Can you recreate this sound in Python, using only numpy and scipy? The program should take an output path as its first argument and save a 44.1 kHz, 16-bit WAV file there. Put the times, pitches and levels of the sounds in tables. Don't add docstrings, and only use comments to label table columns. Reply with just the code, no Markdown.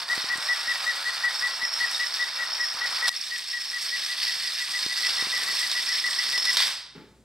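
import sys
import numpy as np
from scipy import signal
from scipy.fft import rfft, irfft
from scipy.io import wavfile

SR = 44100
rng = np.random.default_rng(int(sys.argv[2]) if len(sys.argv) > 2 else 0)


def wav_out(sig):
    wavfile.write(sys.argv[1], SR, np.round(np.clip(np.atleast_2d(sig).T, -1, 1) * 32767).astype(np.int16))


N = 319275
TIME = np.arange(N) / SR
BINS_HZ = np.fft.rfftfreq(4096, 1 / SR)
CUT_S = 3.0935

# time_s, gear_rattle_db, fizz_db, shell_ring_db, wheel_grit_db
FIRST_RUN_LEVELS = [(0.0, -33, -45.5, -39.5, -38), (0.5, -33, -45, -33.5, -40),
                    (1.1, -34.0, -45.5, -43.5, -41), (1.55, -35.5, -47, -32.5, -40.5),
                    (1.95, -34.5, -45.5, -34, -42.0), (2.15, -35.5, -48, -35, -43.5),
                    (2.4, -34.5, -49, -36, -39.5), (2.72, -37.5, -48.5, -33, -43.5),
                    (2.95, -33.0, -46.5, -37.0, -39.5), (3.07, -30.5, -42, -36, -37.5)]
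SECOND_RUN_LEVELS = [(3.1, -40.5, -49.5, -51, -53.5), (3.3, -35.5, -47.5, -36, -53.5),
                     (3.7, -37.5, -46.5, -39.5, -53), (4.1, -32, -43.0, -35, -49.0),
                     (4.9, -31, -43.0, -40, -48.5), (5.2, -30.0, -41.5, -35.5, -42.5),
                     (5.6, -31.0, -41.5, -34, -46), (6.2, -32, -42, -30, -46), (6.55, -29, -42, -30.5, -45),
                     (6.62, -24.0, -38.5, -48, -48.5), (6.7, -29.5, -38, -39.5, -42.5)]
# freq_hz, density_db_per_hz
WHEEL_SPECTRA = [
    [(25, -35), (70, -22), (160, -16.5), (350, -14.5), (550, -9), (740, -4), (1300, 2.5), (1700, 0),
     (2600, -4), (5000, -55.5)],
    [(25, -48), (70, -20.5), (160, -13), (350, -11), (550, -11.5), (780, -7.5), (1200, -0.5), (1700, -6.5),
     (2600, -8), (5000, -70)],
]
# freq_hz, density_db_per_hz
SHELL_SPECTRUM = [(300, -41), (1000, -31), (1700, -4), (2300, -6.5), (2900, -7.5), (3500, -4.5),
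                  (4000, -4.5), (4600, 1.5), (5200, -1), (5800, -12), (7000, -23), (10000, -20),
                  (16000, -31.5)]
# freq_hz, width_hz, level_db
SHELL_RESONANCES = [(1955, 76, -4), (3680, 330, -2.5), (4360, 140, -20)]
# freq_hz, density_db_per_hz
FIZZ_SPECTRUM = [(3000, -45), (5500, 14), (6300, 4), (7100, -0.5), (9000, 4), (10500, -7.5), (12200, -4.5),
                 (14000, -13), (15700, -8.5)]
# freq_hz, width_hz, level_db
FIZZ_RESONANCES = [(7705, 190, 9.7), (8420, 226, 13.5), (11360, 73, 5)]
# centre_s, level_db
CHIRP_EVENTS = [(.123, -26), (.322, -27.5), (.514, -26), (.702, -27.5), (.889, -25.5), (1.08, -29),
                (1.263, -24.5), (1.45, -26.5), (1.639, -29.5), (1.829, -25.5), (2.021, -28.5),
                (2.219, -27.5), (2.416, -30.5), (2.623, -28), (2.835, -28.5), (3.047, -26), (3.114, -38.5),
                (3.342, -33), (3.558, -31.5), (3.756, -33), (3.945, -31.5), (4.12, -35.5), (4.289, -35),
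                (4.467, -38.5), (4.616, -36.5), (4.758, -33), (4.914, -34.5), (4.98, -38), (5.055, -33),
                (5.203, -34), (5.349, -31), (5.39, -36.5), (5.492, -32.5), (5.637, -33), (5.775, -31.5),
                (5.909, -33), (6.064, -27.5), (6.206, -32), (6.356, -30), (6.488, -28.5), (6.621, -39)]
# start_s, crack_db, bright_ring_db, low_ping_db, t60_s
CLACK_EVENTS = [(.2176, -28, -23, -42, .03), (.876, -20, -27, -32, .03), (1.736, -21, -22.5, -42, 0.027),
                (1.9445, -16, -25, -21, .027), (2.032, -22, -21.5, -46, 0.025),
                (2.2247, -24, -29, -25, 0.048), (2.9075, -20, -38, -34, .008), (3.0801, -5, -18, -31, .03),
                (3.0839, -9, -14.5, -28.5, .025), (3.09, -5.5, -19.5, -29, .025),
                (3.1619, -26, -24, -40, .03), (3.212, -39, -22.5, -51, 0.025),
                (4.0471, -27, -22, -42, 0.032), (4.863, -9.5, -28, -36, 0.011),
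                (5.1838, -15, -28, -36, .008), (5.2104, -11.5, -20, -26, .02),
                (5.7153, -9.5, -21.5, -31, 0.022), (5.8255, -21, -28, -31, 0.023),
                (6.19, -32, -17, -39, 0.024), (6.3786, -12, -19, -41, 0.034),
                (6.4522, -9.5, -20, -33, 0.038), (6.526, -30, -24.5, -45, 0.027),
                (6.57, -1.5, -20, -23, 0.025), (6.604, -6, -40, -28, 0.009)]
# freq_hz, density_db_per_hz
CLACK_SPECTRUM = [(300, -18), (1000, 3), (2300, -2), (4300, 12.5), (5500, -7), (6500, 0), (9000, -5),
                  (15000, -18.5)]
# centre_s, peak_db, pitch_hz
BUMP_EVENTS = [(.179, -31.5, 300), (0.244, -35, 330), (0.358, -40, 220), (0.384, -40, 218),
               (0.681, -46, 250), (1.632, -42, 260), (2.748, -46, 242), (4.865, -31.5, 263),
               (5.226, -33, 322), (5.271, -36, 340), (6.384, -45, 300)]
# start_s, level_db
THUD_EVENTS = [(6.95, -53.5), (6.964, -56)]
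# freq_hz, density_db_per_hz
THUD_SPECTRUM = [(60, -22.5), (130, -12), (180, -7.5), (280, -4), (440, -8), (600, -21.5), (1500, -16),
                 (4000, -28), (9000, -45)]
# freq_hz, width_hz, level_db
THUD_RESONANCES = [(170, 36, -3), (420, 58, -5.5), (871, 13, 0.5)]
# freq_hz, t60_s
ROOM_DECAY = [(150, 0.33), (700, 0.75), (2000, 0.64), (4000, 0.67), (8000, 0.51), (14000, 0.32)]
# freq_hz, density_db_per_hz
AIR_SPECTRUM = [(25, -28), (60, -18), (90, -7), (130, -4), (400, -10), (1000, -25), (3000, -31),
                (8000, -28.5), (15000, -45)]
# freq_hz, side_db
STEREO_WIDTH = [(60, -21), (200, -11), (380, -18.5), (700, -38), (1300, -15.5), (2400, -11.5),
                (4400, -16.5), (8000, -5.5), (15000, -6.5)]
# freq_hz, left_over_right_db
PORT_TILT = [(700, 0.055), (1300, 1), (2400, 1), (4400, -1.9), (8000, -.8), (15000, -0.78)]
# freq_hz, left_lead_rad
PORT_LEAD = [(1600, 0.02), (2900, -1.04), (4200, -0.3), (5500, -0.78), (8500, -0.74), (10500, 0)]

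# freq_hz, width_hz
BRIGHT_MODE, LOW_MODE = (5355, 76), (3720, 55)

SHELL_T60_S, FIZZ_T60_S = .02, .012
CHOKE_RMS_DB = 2.4
LURCH_RMS_DB, LURCH_HZ = 0.66, 10
FLARE_DB, FLARE_HZ = 5, 7.7
SLACK_DB, SLACK_HZ = 4.5, 9.5
TICKS_PER_S, TICK_DB, TICK_T60_S = 16, 13, 0.0036
CHIRP_S, SKIRT_DB = .048, -15
TOP_HZ, BRISK_TURN_S, SLOW_HZ_PER_S = 1980.5, 0.1447, 478
ARCH_HZ = 56
DROOP_HZ, DROOP_FROM = 230, .72
WHIR_ROOM_DB = -13.5
EDGE_HZ = 15800


def amp(db):
    return 10 ** (np.asarray(db) / 20)


def evened(x):
    return x / np.sqrt(np.mean(x ** 2) + 1e-20)


def read(points, hz):
    f, value = np.transpose(points)
    return np.interp(np.log(hz + 1), np.log(f + 1), value)


def add(mix, s, sound):
    part = mix[:, max(round(s * SR), 0):][:, :sound.shape[-1]]
    part += sound[..., :part.shape[1]]


def convolve(x, response):
    x = np.atleast_2d(x)
    return signal.fftconvolve(x, np.atleast_2d(response), axes=1)[:, :x.shape[1]]


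def colour(x, points, modes=()):
    power = amp(read(points, BINS_HZ)) ** 2
    for hz, width_hz, db in modes:
        power = power + amp(db) ** 2 / (1 + ((BINS_HZ - hz) / width_hz) ** 2 * 2) ** 2
    log_gain = np.log(np.r_[power, power[-2:0:-1]]) / 2
    response = np.fft.ifft(np.exp(signal.hilbert(log_gain).conj())).real
    return convolve(x, response)


def spread(pair):
    side = colour(pair[1], STEREO_WIDTH)[0]
    return np.array([pair[0] + side, pair[0] - side])


def wander(rate_hz):
    hz = np.fft.rfftfreq(2 ** 19, 1 / SR)
    spectrum = rfft(rng.standard_normal(N), 2 * len(hz) - 2)
    return evened(irfft(spectrum / (1 + (hz / rate_hz) ** 2))[:N])


def teeth(per_s, spread_db, shake_db, shake_hz):
    size_db = spread_db * np.minimum(rng.exponential(1, N), 4) + shake_db * wander(shake_hz)
    hits = rng.random(N) < per_s / SR
    return amp(size_db) * hits * rng.choice([-1, 1], N)


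def burst(t60_s, size=4000):
    return evened(rng.standard_normal((2, size)) * amp(-60 * np.arange(size) / SR / t60_s))


def rattle(clicks, t60_s, snap, ping, ping_hz, count=240, size=1000):
    t, out, spots = np.arange(size) / SR, np.zeros((2, N)), []
    fade = ping * evened(amp(-60 * t / t60_s))
    for hz in np.linspace(*ping_hz, count):
        overtone = np.sin(2 * np.pi * (hz * t + rng.random((2, 1))))
        spot = burst(t60_s, size=size) + fade * overtone
        spot[0, 0] += snap
        spots.append(spot)
    at = np.flatnonzero(clicks)
    for i, which in zip(at, rng.integers(0, count, len(at))):
        add(out, i / SR, clicks[i] * spots[which])
    return evened(out)


def ring(x, hz, width_hz):
    r = np.exp(-np.pi * width_hz / SR)
    ringing = signal.lfilter([1 - r, 0, r - 1], [1, -2 * r * np.cos(2 * np.pi * hz / SR), r * r], x)
    flanks = signal.butter(2, [hz - 450, hz + 450], "band", fs=SR, output="sos")
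    return signal.sosfilt(flanks, ringing)


def clockwork():
    clicks = teeth(per_s=950, spread_db=0.5, shake_db=1.77, shake_hz=45)
    fine = teeth(per_s=2600, spread_db=1.5, shake_db=2.5, shake_hz=40)
    rough = teeth(per_s=2000, spread_db=2.5, shake_db=1.1, shake_hz=25)

    shell = rattle(clicks, SHELL_T60_S, snap=17.7, ping=0.77, ping_hz=(1800, 6200))
    shell = colour(shell, SHELL_SPECTRUM, SHELL_RESONANCES)
    fizz = rattle(0.63 * clicks + fine, FIZZ_T60_S, snap=2.6, ping=0.53, ping_hz=(6000, 15000))
    fizz = colour(fizz, FIZZ_SPECTRUM, FIZZ_RESONANCES)

    struck = rattle(clicks, t60_s=0.015, snap=5, ping=0.13, ping_hz=(5300, 5600))
    singing = ring(struck, *BRIGHT_MODE) * amp(CHOKE_RMS_DB * wander(70))
    grit = rattle(rough, t60_s=0.015, snap=8.3, ping=0.26, ping_hz=(500, 1800))
    return shell, fizz, singing, grit


def ticks():
    out = np.zeros((2, N))
    for i in np.flatnonzero(rng.random(N) < TICKS_PER_S / SR):
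        tap = colour(burst(TICK_T60_S, size=800), SHELL_SPECTRUM)
        add(out, i / SR, amp(TICK_DB) * tap / abs(tap).max())
    return out


def running(levels, wheel_spectrum, textures, shell_db=1.5, fizz_db=3.14, ring_db=0.0, grit_db=1.5):
    s, *curves_db = np.transpose(levels)
    shell, fizz, singing, grit = textures
    flare = amp(FLARE_DB * np.tanh(wander(FLARE_HZ)))
    layers = evened(shell) + ticks(), fizz, singing * flare, colour(grit, wheel_spectrum)
    trims_db = shell_db, fizz_db, ring_db, grit_db
    works = np.zeros((2, N))
    for x, db, trim_db in zip(layers, curves_db, trims_db):
        works += x / x[0].std() * amp(np.interp(TIME, s, db) + trim_db)
    lurch_db = LURCH_RMS_DB * wander(LURCH_HZ)
    slack_db = SLACK_DB * np.minimum(wander(SLACK_HZ) + 1, 0)
    return spread(works * amp(lurch_db + slack_db))


def chirps(jitter_hz=10, flutter_db=1.26, level_db=1.2, pan_db=2.5, variety=.35, lean=.15, steepness=12):
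    out, jitter, flutter = np.zeros((2, N)), wander(104), wander(59)
    gaps_s = np.diff([s for s, db in CHIRP_EVENTS])
    turns_s = np.maximum(np.r_[gaps_s[0], gaps_s], np.r_[gaps_s, gaps_s[-1]])
    shapes = rng.uniform(-0.85, 1, (len(CHIRP_EVENTS), 3))
    for (s, db), turn_s, (depth, skew, sag) in zip(CHIRP_EVENTS, turns_s, shapes):
        at = np.arange(round((s - CHIRP_S) * SR), round((s + CHIRP_S) * SR))
        u = 2 * (at / SR - s) / CHIRP_S
        top_hz = TOP_HZ - SLOW_HZ_PER_S * max(turn_s - BRISK_TURN_S, 0)
        arch_hz = ARCH_HZ * (1 + variety * depth) * (u - lean * skew) ** 2
        droop_hz = DROOP_HZ * (1 + .5 * sag) * np.maximum(u - DROOP_FROM, 0)
        hz = top_hz - arch_hz - droop_hz + jitter_hz * jitter[at]
        approach = amp(SKIRT_DB) * np.clip(2 * (u + 2), 0, 1) * (u < 0)
        resonance = np.maximum(1 / (1 + abs(u) ** steepness), approach)
        swell = amp(db + level_db + flutter_db * flutter[at]) * resonance
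        tone = np.sqrt(2) * np.sin(2 * np.pi * np.cumsum(hz) / SR)
        add(out, at[0] / SR, tone * swell)
    return out * amp([[pan_db / 2], [-pan_db / 2]])


def clacks(start_s, end_s, crack_trim_db=-4.5, ring_trim_db=2.5, ping_trim_db=1.0):
    out = np.zeros((2, N))
    for s, crack_db, ring_db, ping_db, t60_s in CLACK_EVENTS:
        if start_s <= s < end_s:
            blow = burst(max(t60_s, .003))
            voices = ((colour(blow, CLACK_SPECTRUM), crack_trim_db + crack_db),
                      (ring(blow, *BRIGHT_MODE), ring_trim_db + ring_db),
                      (ring(blow, *LOW_MODE), ping_trim_db + ping_db))
            add(out, s, sum(amp(db) * x / abs(x).max() for x, db in voices))
    return spread(out)


def room(x, tails, moves_per_s=2.5):
    turn = np.pi * moves_per_s * TIME
    echoes = np.zeros((2, N))
    for k, tail in enumerate(tails):
        echoes += convolve(x * np.cos(turn + np.pi * k / len(tails)), tail)
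    return np.sqrt(2 / len(tails)) * echoes


def reflections(gap_s=0.0042):
    hz, t, z = signal.stft(rng.standard_normal((2, SR)), SR, nperseg=256)
    decay = amp(-60 * t / read(ROOM_DECAY, hz)[:, None])
    tail = signal.istft(z * decay, SR, nperseg=256)[1]
    tail *= np.clip(np.arange(tail.shape[1]) / SR / gap_s - 1, 0, 1)
    return spread(tail / np.linalg.norm(tail[0]))


def bumps():
    out, t = np.zeros((2, N)), np.arange(-SR // 100, SR // 100) / SR
    for s, peak_db, hz in BUMP_EVENTS:
        u = 2 * np.pi * hz * t
        add(out, s + t[0], -amp(peak_db) * u * np.exp((1 - u ** 2) / 2))
    return out


def thuds(t60_s=0.63):
    out = np.zeros((2, N))
    for s, db in THUD_EVENTS:
        boom = colour(burst(t60_s, size=14000), THUD_SPECTRUM, THUD_RESONANCES)
        add(out, s, amp(db) * evened(boom))
    return spread(out)


def background(air_db=-62, hum_db=-66, hum_hz=60):
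    air = spread(evened(colour(rng.standard_normal((2, N)), AIR_SPECTRUM)))
    hum = np.sqrt(2) * np.sin(2 * np.pi * hum_hz * TIME)
    forward_db = np.interp(TIME, [6.55, 7.1], [-14, 2])
    return (amp(air_db) * air + amp(hum_db) * hum) * amp(forward_db)


def scene():
    textures, whir = clockwork(), chirps()
    tails = [reflections() for _ in range(3)]
    stall = amp(np.interp(TIME, [6.68, 6.78, 6.9], [0, -18, -60]))
    out = bumps() + thuds() + background()
    runs = ((FIRST_RUN_LEVELS, WHEEL_SPECTRA[0], 0, CUT_S),
            (SECOND_RUN_LEVELS, WHEEL_SPECTRA[1], CUT_S, N / SR))
    for levels, wheel_spectrum, start_s, end_s in runs:
        gate = (start_s <= TIME) & (TIME < end_s)
        works = running(levels, wheel_spectrum, textures) * stall
        works = (works + clacks(start_s, end_s)) * amp(-1.3)
        sent = gate * (amp(-6.0) * works + amp(WHIR_ROOM_DB) * whir).mean(0)
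        out += gate * (works + whir + room(sent, tails))
    return out


def record(dry):
    hz = np.fft.rfftfreq(2 * N, 1 / SR)
    half = amp(read(PORT_TILT, hz) / 2) * np.exp(.5j * read(PORT_LEAD, hz))
    heard = irfft(rfft(dry, 2 * N) * np.array([half, 1 / half]))[:, :N]
    lowpass = signal.firwin(511, EDGE_HZ, window=("kaiser", 9), fs=SR)
    return signal.oaconvolve(heard, lowpass[None], "same")


dry = scene()
out = record(dry)
wav_out(out)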